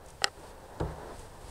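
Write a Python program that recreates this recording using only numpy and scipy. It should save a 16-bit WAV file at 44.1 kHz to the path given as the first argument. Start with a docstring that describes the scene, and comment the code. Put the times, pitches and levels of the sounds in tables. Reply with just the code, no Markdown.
"""A lawn in light wind: rumble, rush and faint hiss throughout, a few tiny rustling ticks at first.
At 0.24 s something small and hard clicks close to the microphone, rings and rattles for a moment.
At 0.38 s a soft bump sounds the hollow modes of a barrel lying in the grass.
At 0.8 s a foot comes down on it: a slap of the sole and a dull, hollow thump.
One more tiny tick follows as the barrel dies away."""
import sys
import numpy as np
from scipy import signal
from scipy.fft import rfft, irfft, next_fast_len
from scipy.io import wavfile
from scipy.ndimage import map_coordinates

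SR = 44100
rng = np.random.default_rng(int(sys.argv[2]) if len(sys.argv) > 2 else 0)


def output_pcm(signal):
    """Save a mono or channel-first signal as 16-bit PCM at the path in sys.argv[1].

    Samples are clipped to [-1, 1] before scaling.
    """
    pcm = np.clip(np.atleast_2d(signal).T, -1, 1) * 32767
    wavfile.write(sys.argv[1], SR, np.round(pcm).astype(np.int16))


N = 66150

# wind spectra (frequency [Hz], relative density [dB])
RUMBLE_SPECTRUM = [(12, -5.5), (28, 1.5), (70, -5), (110, -8), (200, -14.5), (400, -40.5), (1500, -67)]
RUSH_SPECTRUM = [(100, -20), (250, -8.5), (380, -3), (500, -1), (700, -5), (900, -2.5), (1200, -12.5),
                 (1750, -14), (2200, -27.5), (4000, -29), (16000, -51)]
HISS_SPECTRUM = [(500, -24), (2000, 0), (3200, -1), (4600, -0.5), (6000, -3.5), (7200, -3.5), (8300, 2),
                 (10000, -4.5), (12500, -12.5), (15000, -26)]
# wind envelopes (time [s], level [dB])
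RUSH_ENVELOPE = [(0, -52), (.08, -52), (.2, -58), (.32, -56), (.41, -50.5), (.438, -47), (.49, -50.5),
                 (.57, -51.5), (.69, -51.5), (.79, -48), (.9, -42.5), (.96, -47), (1.02, -45),
                 (1.07, -44.5), (1.115, -42), (1.17, -51), (1.33, -53), (1.5, -49.5)]
HISS_ENVELOPE = [(0, -70), (.06, -63), (.1, -61), (.19, -63.5), (.23, -54), (.28, -58), (.31, -64),
                 (.42, -61), (.49, -59), (.55, -66), (.7, -63.5), (.85, -63.5), (1.06, -63), (1.2, -55.5),
                 (1.31, -62), (1.42, -61), (1.5, -54)]
# rustling ticks (time [s], level [dB])
RUSTLE_TICKS = [(.061, -50), (.085, -50), (0.103, -45), (1.194, -47)]
# contacts of the small hard part (time [s], gain [dB], low-pass cut-off [Hz])
PART_CONTACTS = [(0.2184, -1.5, 760), (.2252, -27, 2250), (.2362, -13, 746), (0.2422, 3, 18000),
                 (0.2455, -13.5, 6000), (.2655, -23, 1500), (0.2717, -9.5, 810), (.2777, -24.5, 2600)]
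# modes of the small hard part (frequency [Hz], level [dB], t60 [s])
PART_MODES = [(140, -38, 0.025), (401, -32.5, 0.056), (510, -24, 0.013), (795, -22.5, 0.03),
              (1293, -21.5, 0.027), (1514, -20.5, 0.018), (1915, -16.5, 0.019), (2825, -12.5, 0.0076),
              (3234, -19, 0.0094), (4076, -16.5, 0.012), (4500, -17, 0.007), (5040, -13.5, 0.0098),
              (5600, -16.5, 0.0077), (7530, -9, 0.0039), (8590, -21.5, 0.0096), (14900, -36, .005)]
# modes of the barrel (frequency [Hz], level [dB], t60 [s])
HOLLOW_MODES = [(46.3, -30, 0.36), (71.9, -28.5, 0.36), (109, -29.5, 0.26), (152.6, -33.5, 0.54),
                (166.4, -37, 0.41), (230, -35.5, 0.16), (334, -25, 0.11), (389, -35.5, 0.18),
                (423.7, -37.5, 0.44), (448, -37.5, 0.26), (491, -35, 0.22), (677, -34.5, 0.097),
                (928, -36, 0.098)]
# noise bursts of the blow: push, shell, slap, scuff, tick of the sole
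# (low edge [Hz], high edge [Hz], level [dB], attack [s], t60 [s])
FOOT_BURSTS = [(55, 234, -43, 0.0025, 0.098), (246, 1090, -29, 0.0056, 0.15),
               (930, 1670, -29.5, 0.0018, 0.038), (2370, 4900, -43, 0.00073, 0.032),
               (6700, 10400, -47, .0006, 0.032)]

SELF_NOISE_DB, BAND_LIMIT_HZ = -68, 15700
RUMBLE_START_DB, RUMBLE_RISE_DB_PER_S = -55, 4
CLICK_ATTACK_S, CLICK_SCATTER_DB = 0.0005, 1
RATTLE_START_S, RATTLE_END_S, RATTLE_T60_S = 0.25, 0.2826, 0.031
RATTLE_DB, RATTLE_CUTOFF_HZ = -42.5, 1080
BARREL_LAG_CYCLES, BARREL_ATTACK_CYCLES, BARREL_SCATTER_DB = 0.43, 1, 0.5
BUMP_S, BUMP_GAIN_DB, THUMP_S = 0.38, -24, 0.7993


def amp(db):
    """Decibels to gain."""
    return 10 ** (np.asarray(db) / 20)


def unit(x):
    """Scaled to rms 1."""
    return x / np.sqrt(np.mean(x ** 2) + 1e-20)


def since(start_s):
    """Seconds since start_s, zero before."""
    return np.maximum(np.arange(N) / SR - start_s, 0)


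def curve(points):
    """(time [s], value) points joined by lines."""
    return np.interp(since(0), *np.transpose(points))


def wobble(knots_per_s):
    """Smooth random curve."""
    return map_coordinates(rng.standard_normal(400), [since(0) * knots_per_s], mode="wrap")


def filtered(x, response):
    """x shaped by a frequency response."""
    size = next_fast_len(N + SR // 2)
    return irfft(rfft(x, size) * response(np.fft.rfftfreq(size, 1 / SR)), size)[:N]


def noise(spectrum):
    """Noise of rms 1, coloured by (frequency [Hz], density [dB]) points."""
    hz, db = np.transpose(spectrum)
    white = rng.standard_normal(N)
    return unit(filtered(white, lambda f: amp(np.interp(np.log(f + 1), np.log(hz), db))))


def band(low_hz, high_hz):
    """Band noise of rms 1."""
    sos = signal.butter(4, [low_hz, high_hz], btype="band", fs=SR, output="sos")
    return unit(signal.sosfilt(sos, rng.standard_normal(N)))


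def soften(x, cutoff_hz):
    """Two-pole low-pass: a softer contact has less treble."""
    return filtered(x, lambda f: 1 / (1 + 1j * np.sqrt(2) * f / cutoff_hz - (f / cutoff_hz) ** 2))


def strike(t, attack_s, t60_s):
    """Quick rise, exponential decay."""
    return (1 - np.exp(-t / attack_s)) * amp(-60 * t / t60_s)


def wind():
    """Rumble on the microphone, midrange rush and faint hiss, each slightly unsteady."""
    rumble_db = RUMBLE_START_DB + RUMBLE_RISE_DB_PER_S * since(0)
    rumble = amp(rumble_db + 0.94 * wobble(9.62)) * noise(RUMBLE_SPECTRUM)
    rush = amp(curve(RUSH_ENVELOPE) + 0.77 * wobble(39.82)) * noise(RUSH_SPECTRUM)
    hiss = amp(curve(HISS_ENVELOPE) + 1.04 * wobble(70.8)) * noise(HISS_SPECTRUM)
    return rumble + rush + hiss


def rustle():
    """Tiny dry ticks: short bursts of treble noise."""
    envelope = sum(amp(db) * strike(since(start_s), attack_s=0.0002, t60_s=0.019)
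                   for start_s, db in RUSTLE_TICKS)
    return envelope * band(low_hz=5600, high_hz=10600)


def part_ring(start_s):
    """One contact of the small part: modes of alternating sign plus a noisy crack."""
    t = since(start_s)
    ring = np.zeros(N)
    for k, (hz, db, t60_s) in enumerate(PART_MODES):
        gain = (-1) ** k * amp(db + CLICK_SCATTER_DB * rng.standard_normal())
        ring += gain * strike(t, CLICK_ATTACK_S, t60_s) * np.sin(2 * np.pi * hz * t)
    crack = amp(-24.5) * strike(t, CLICK_ATTACK_S, t60_s=0.0086) * band(low_hz=6600, high_hz=10900)
    return ring + crack


def click():
    """Soft touches around one hard snap, all in the same modes."""
    return sum(amp(db) * soften(part_ring(start_s), cutoff_hz)
               for start_s, db, cutoff_hz in PART_CONTACTS)


def rattle():
    """The loose part chatters briefly: noise drives its ring."""
    driven = signal.fftconvolve(rng.standard_normal(N), part_ring(0))[:N]
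    chatter = unit(soften(driven, RATTLE_CUTOFF_HZ))
    envelope = (since(RATTLE_START_S) > 0) * amp(-60 * since(RATTLE_END_S) / RATTLE_T60_S)
    return amp(RATTLE_DB) * envelope * chatter


def barrel_ring(start_s):
    """Hollow modes of alternating sign; lower modes build up later."""
    ring = np.zeros(N)
    for k, (hz, db, t60_s) in enumerate(HOLLOW_MODES):
        t = since(start_s + BARREL_LAG_CYCLES / hz)
        gain = (-1) ** k * amp(db + BARREL_SCATTER_DB * rng.standard_normal())
        ring += gain * strike(t, BARREL_ATTACK_CYCLES / hz, t60_s) * np.sin(2 * np.pi * hz * t)
    return ring


def bump():
    """A soft contact rings the barrel, quiet and dull."""
    return amp(BUMP_GAIN_DB) * soften(barrel_ring(BUMP_S), cutoff_hz=900)


def thump():
    """The foot lands: noise bursts of the blow plus the barrel's full ring."""
    blow = sum(amp(db) * strike(since(THUMP_S), attack_s, t60_s) * band(low_hz, high_hz)
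               for low_hz, high_hz, db, attack_s, t60_s in FOOT_BURSTS)
    return blow + barrel_ring(THUMP_S)


def scene():
    """All sources at one microphone, over its steady self-noise."""
    self_noise = amp(SELF_NOISE_DB) * rng.standard_normal(N)
    return (self_noise + wind() + rustle() + click() + rattle() + bump() + thump())[None]


def record(dry):
    """Brick-wall low-pass at the band limit."""
    return np.array([filtered(x, lambda hz: hz < BAND_LIMIT_HZ) for x in dry])


dry = scene()
out = record(dry)
output_pcm(out)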